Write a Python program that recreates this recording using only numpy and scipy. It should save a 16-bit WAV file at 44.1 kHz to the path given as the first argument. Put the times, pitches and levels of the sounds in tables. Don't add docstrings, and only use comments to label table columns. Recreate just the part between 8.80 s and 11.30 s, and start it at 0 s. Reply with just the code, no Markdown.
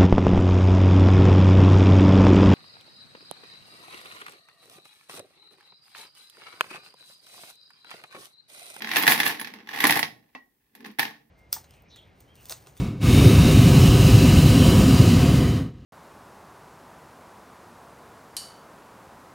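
import sys
import numpy as np
from scipy import signal
from scipy.fft import rfft, irfft
from scipy.io import wavfile

SR = 44100
rng = np.random.default_rng(int(sys.argv[2]) if len(sys.argv) > 2 else 0)


def to_wav(sig):
    pcm = np.clip(np.atleast_2d(sig), -1, 1) * 32767
    pcm = np.round(pcm).astype(np.int16)
    wavfile.write(sys.argv[1], SR, pcm.T)


N = 110250

# (time [s], thump [dB], crack [dB], tick [dB])
KNOCKS = [(0.0203, -38, -26.5, -42), (0.0448, -33, -26.5, -44.5), (0.0727, -40, -32, -45.5),
          (0.0904, -39, -28.5, -42), (0.1149, -32, -21, -38), (0.1347, -30.5, -23.5, -36.5),
          (0.1592, -21, -15, -28.5), (0.167, -17.5, -11.5, -20.5), (0.2244, -29, -22, -24.5),
          (0.235, -19.5, -17.5, -32.5), (0.2669, -22.5, -13, -22), (0.2774, -12.5, -4.5, -18),
          (0.3201, -29, -12, -21), (0.401, -21.5, -11.5, -24), (0.4315, -27.5, -17, -34.5),
          (0.4639, -21, -15, -25), (0.476, -31.5, -22.5, -24), (0.5229, -41, -32, -42),
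          (0.5964, -43, -28.5, -38.5), (0.6129, -31, -29, -36), (0.6458, -50.5, -30, -47),
          (0.6721, -41, -33, -48), (0.7374, -42, -37, -50.5), (0.872, -45.5, -40, -56.5),
          (0.889, -40.5, -30, -48.5), (1.0045, -28.5, -18, -28), (1.0398, -10, -10, -19.5),
          (1.052, -17, -10.5, -30.5), (1.0692, -18.5, -16, -17), (1.096, -15, -12.5, -30),
          (1.107, -18.5, -14, -18), (1.1231, -23, -14, -28), (1.1631, -18, -27.5, -30),
          (1.172, -23.5, -19, -27.5), (1.192, -22, -19, -23.5), (1.2284, -22, -16, -31.5),
          (1.5499, -35, -39, -68), (1.9512, -49, -44.5, -49.5), (2.0053, -52, -48, -59.5),
          (2.047, -45, -37.5, -56), (2.062, -46, -43, -47.5), (2.113, -57.5, -57.5, -58),
          (2.1868, -25, -25.5, -34), (2.1939, -21, -14.5, -23.5), (2.229, -30.5, -22, -33.5),
          (2.2522, -33.5, -27.5, -49.5), (2.308, -41.5, -43.5, -63.5)]
# (time [s], relative level [dB])
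SKITTER_CURVE = [(0, -42), (0.1, -31.5), (0.18, -25), (0.249, -28), (0.308, -15.5), (0.367, -28),
                 (0.466, -22), (0.581, -40), (0.799, -49.5), (0.846, -60), (0.912, -34.5), (1.02, -26),
                 (1.169, -24.5), (1.27, -62), (1.4, -69), (1.7, -80), (1.919, -77), (2.057, -39.5),
                 (2.169, -73), (2.22, -28.5), (2.302, -50), (2.448, -74)]
# (time [s], pitch [Hz], level [dB], t60 [s])
FREE_COIN_RINGS = [(.176, 14500, -17.5, 0.14), (0.596, 10610, -31.5, 0.13), (2.194, 13000, -32, 0.18)]
# (time [s], pitch [Hz], level [dB], t60 [s])
JAR_RINGS = [(.401, 2044, -1.5, 0.023), (1.549, 1908, -41.5, 0.28), (1.549, 2640, -39, 0.072),
             (1.549, 253.4, -48, 0.32), (2.194, 1800, -5.5, 0.024), (2.194, 1836, -31.5, .34),
             (2.194, 893, -32.5, 0.23)]
# (pitch [Hz], relative level [dB], t60 [s], left over right [dB])
THUMP_MODES = [(223.7, -14, 0.15, -1), (303.8, -16, 0.14, -5), (455, -15, 0.17, -0.5), (831, -3, 0.054, 6),
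               (884.4, 2, 0.04, 2), (1071.4, -9, 0.1, 2)]
# (pitch [Hz], relative level [dB], t60 [s], left over right [dB])
CRACK_MODES = [(1766, -3, 0.054, -3), (1880, -24, 0.3, -3), (1975, 7.5, 0.009, -10), (2535, -14.5, 0.06, 4),
               (2640, -15.5, 0.044, 11), (3354, -10, 0.025, 10.5), (3866, -14.5, 0.06, 10)]
# (frequency [Hz], relative level [dB])
THUMP_EQ = [(110, -5), (300, 1), (560, -10), (850, 3.5), (1250, -5.5), (1600, -16.5)]
CRACK_EQ = [(800, -29.5), (1300, -4), (1800, 7.5), (2800, 0.5), (4400, -2.5), (6000, -8.5), (7500, -24),
            (10000, -26)]
TICK_EQ = [(5000, -9), (8700, -8.5), (10600, -4), (15700, -8.5)]
# (centre time [s], half length [s], level [dB])
GRIP_SHIFTS = [(0.048, 0.1, -44), (0.72, 0.18, -51), (2.058, 0.076, -47.5)]
# (frequency [Hz], relative level [dB])
RUB_EQ = [(160, -19), (216, 0.5), (480, -9), (620, -28.5)]
# (frequency [Hz], left-right correlation [0-1])
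STEREO_IMAGE = [(200, 0.98), (800, 0.37), (1800, 0.2), (4000, 0.017)]
# (frequency [Hz], t60 [s])
ROOM_DECAY = [(150, 0.63), (1040, .26), (14000, 0.28)]
# (frequency [Hz], relative level [dB])
HUSH_EQ = [(45, -11), (400, -14.5), (700, -30.5), (7500, -31.5), (15500, -21.5)]

BOUNCE_S, BOUNCE_SHARE = 0.002, 0.42
TIME, TAIL = np.arange(N) / SR, np.arange(SR // 2) / SR


def coin_contacts(knock_db, clicks, response, gain_db, skitter_db, swell, spots=12):
    pivot_db = -29
    curve_db = np.interp(TIME, *np.transpose(SKITTER_CURVE))
    force = clicks * amp(pivot_db + skitter_db + swell * (curve_db - pivot_db))
    spot = rng.integers(0, spots, N)
    rim = (np.array(KNOCKS)[:, 0] * SR).astype(int)
    slap = rim + (BOUNCE_S * SR * rng.uniform(0.5, 1, len(rim))).astype(int)
    force[rim] = amp(knock_db + gain_db)
    force[slap] = BOUNCE_SHARE * amp(knock_db + gain_db)
    direct = sum(signal.fftconvolve([force * (spot == k)], response(), axes=1)[:, :N]
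                 for k in range(spots))
    return direct + amp(-12) * signal.fftconvolve(direct, room_tail(), axes=1)[:, :N]


def base_thump():
    return impact(THUMP_MODES, THUMP_EQ, snap_t60=0.014, modes_db=-10, low_hz=160,
                  echo_db=-14, echo_t60=0.1)


def wall_crack():
    return impact(CRACK_MODES, CRACK_EQ, snap_t60=0.01, modes_db=-5.5, low_hz=1000,
                  echo_db=-12.5, echo_t60=0.13)


def coin_tick(t60=0.07):
    modes = [(hz, 0, t60, 0) for hz in rng.uniform(10370, 15100, 7)]
    return impact(modes, TICK_EQ, snap_t60=0.016, modes_db=-9, low_hz=5000, echo_db=-7, echo_t60=0.1)


def impact(modes, eq, snap_t60, modes_db, low_hz, echo_db, echo_t60):
    out = noise(eq, len(TAIL)) * (decay(snap_t60) + amp(echo_db) * decay(echo_t60))
    for hz, db, t60, pan_db in modes:
        spread_db, detune, phase = rng.standard_normal(3) * [3.5, 0.018, 1]
        stereo_phase = phase * np.sqrt(1 - at_hz(STEREO_IMAGE, hz)) * np.array([[1], [-1]])
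        tone = np.sin(2 * np.pi * hz * (1 + detune) * TAIL + stereo_phase)
        out += amp(modes_db + db + spread_db) * pan(pan_db) * decay(t60) * tone
    attack = 1 - np.exp(-TAIL * 2 * low_hz)
    low_cut = signal.butter(2, low_hz, "high", fs=SR, output="sos")
    return unit_energy(signal.sosfilt(low_cut, out * attack))


def skitter(clicks_per_s=350, spread_db=3.5, flight_s=0.01):
    sizes = amp(spread_db * np.minimum(rng.exponential(1, N), 3)) * rng.choice([-1, 1], N)
    clicks = sizes * (rng.random(N) < clicks_per_s / SR)
    knock_times = np.sort(np.append(-1, np.array(KNOCKS)[:, 0]))
    since_knock = TIME - knock_times[np.searchsorted(knock_times, TIME) - 1]
    return clicks / clicks.std() * (1 - np.exp(-since_knock / flight_s))


def free_rings(table, count=6):
    out = np.zeros((2, N + len(TAIL)))
    for time, hz, db, t60 in table:
        pitches = hz + (20 + 0.009 * hz) * rng.uniform(-1, 1, (count, 1))
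        phases = rng.uniform(0, 2 * np.pi, (count, 1)) + rng.standard_normal((2, count, 1))
        cluster = np.sin(2 * np.pi * pitches * TAIL + phases).sum(axis=1)
        envelope = decay(t60) * (1 - np.exp(-TAIL / BOUNCE_S))
        gain = amp(db) * np.sqrt(np.sum(envelope ** 2) / 2)
        start = int(time * SR)
        out[:, start:start + len(TAIL)] += gain * unit_energy(cluster * envelope)
    return out[:, :N]


def hand_grip(air_hz=216, width_hz=35):
    effort = sum(amp(db) * np.exp(-((TIME - centre) / half) ** 2) for centre, half, db in GRIP_SHIFTS)
    rub = noise(RUB_EQ, N)
    hum = signal.lfilter(*signal.iirpeak(air_hz, air_hz / width_hz, fs=SR), rub)
    return effort * unit_energy(rub + hum) * np.sqrt(N)


def room_tail(predelay_s=0.0059):
    hz = np.fft.rfftfreq(len(TAIL), 1 / SR)
    reflections = rfft(noise([(20, 0), (SR / 2, 0)], len(TAIL)))
    centres, t60s = np.transpose(ROOM_DECAY)
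    out = 0
    for weights, t60 in zip(np.eye(len(centres)), t60s):
        band = at_hz(np.transpose([centres, weights]), hz)
        out += irfft(reflections * band, len(TAIL)) * decay(t60)
    fade_in = np.clip(TAIL / predelay_s - 1, 0, 1)
    return unit_energy(out * fade_in)


def room_hush():
    return amp(-72) * noise(HUSH_EQ, N)


def noise(eq, size):
    hz = np.fft.rfftfreq(size, 1 / SR) + 1
    mid, side = rfft(rng.standard_normal((2, size)))
    correlation = at_hz(STEREO_IMAGE, hz)
    stereo = np.sqrt(1 + correlation) * mid + np.sqrt(1 - correlation) * side * [[1], [-1]]
    roll_off = np.minimum(1, hz / eq[0][0]) ** 2 * np.minimum(1, eq[-1][0] / hz) ** 2
    return unit_energy(irfft(amp(at_hz(eq, hz)) * roll_off * stereo, size)) * np.sqrt(size)


def amp(db):
    return 10 ** (np.asarray(db) / 20)


def at_hz(points, hz):
    frequencies, values = np.transpose(points)
    return np.interp(np.log(np.maximum(hz, 1)), np.log(frequencies), values)


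def unit_energy(x):
    return x / np.sqrt(np.sum(x ** 2) / 2 + 1e-20)


def pan(db):
    return amp(np.array([[db], [-db]]) / 2)


def decay(t60):
    return amp(-60 * TAIL / t60)


def scene():
    _, thump_db, crack_db, tick_db = np.transpose(KNOCKS)
    clicks = skitter()
    thumps = coin_contacts(thump_db, clicks, base_thump, gain_db=20, skitter_db=-8, swell=1)
    cracks = coin_contacts(crack_db, clicks, wall_crack, gain_db=21.5, skitter_db=-3, swell=1)
    ticks = coin_contacts(tick_db, clicks, coin_tick, gain_db=23, skitter_db=-12.5, swell=1.7)
    rings = free_rings(FREE_COIN_RINGS) + free_rings(JAR_RINGS)
    return thumps + (cracks + ticks) * pan(-1.5) + rings + hand_grip() + room_hush()


def record(dry, ceiling=0.92, cutoff_hz=15800):
    rounded = ceiling * np.tanh(dry / ceiling)
    return signal.sosfilt(signal.ellip(12, 0.2, 80, cutoff_hz, fs=SR, output="sos"), rounded)


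dry = scene()
out = record(dry)
to_wav(out)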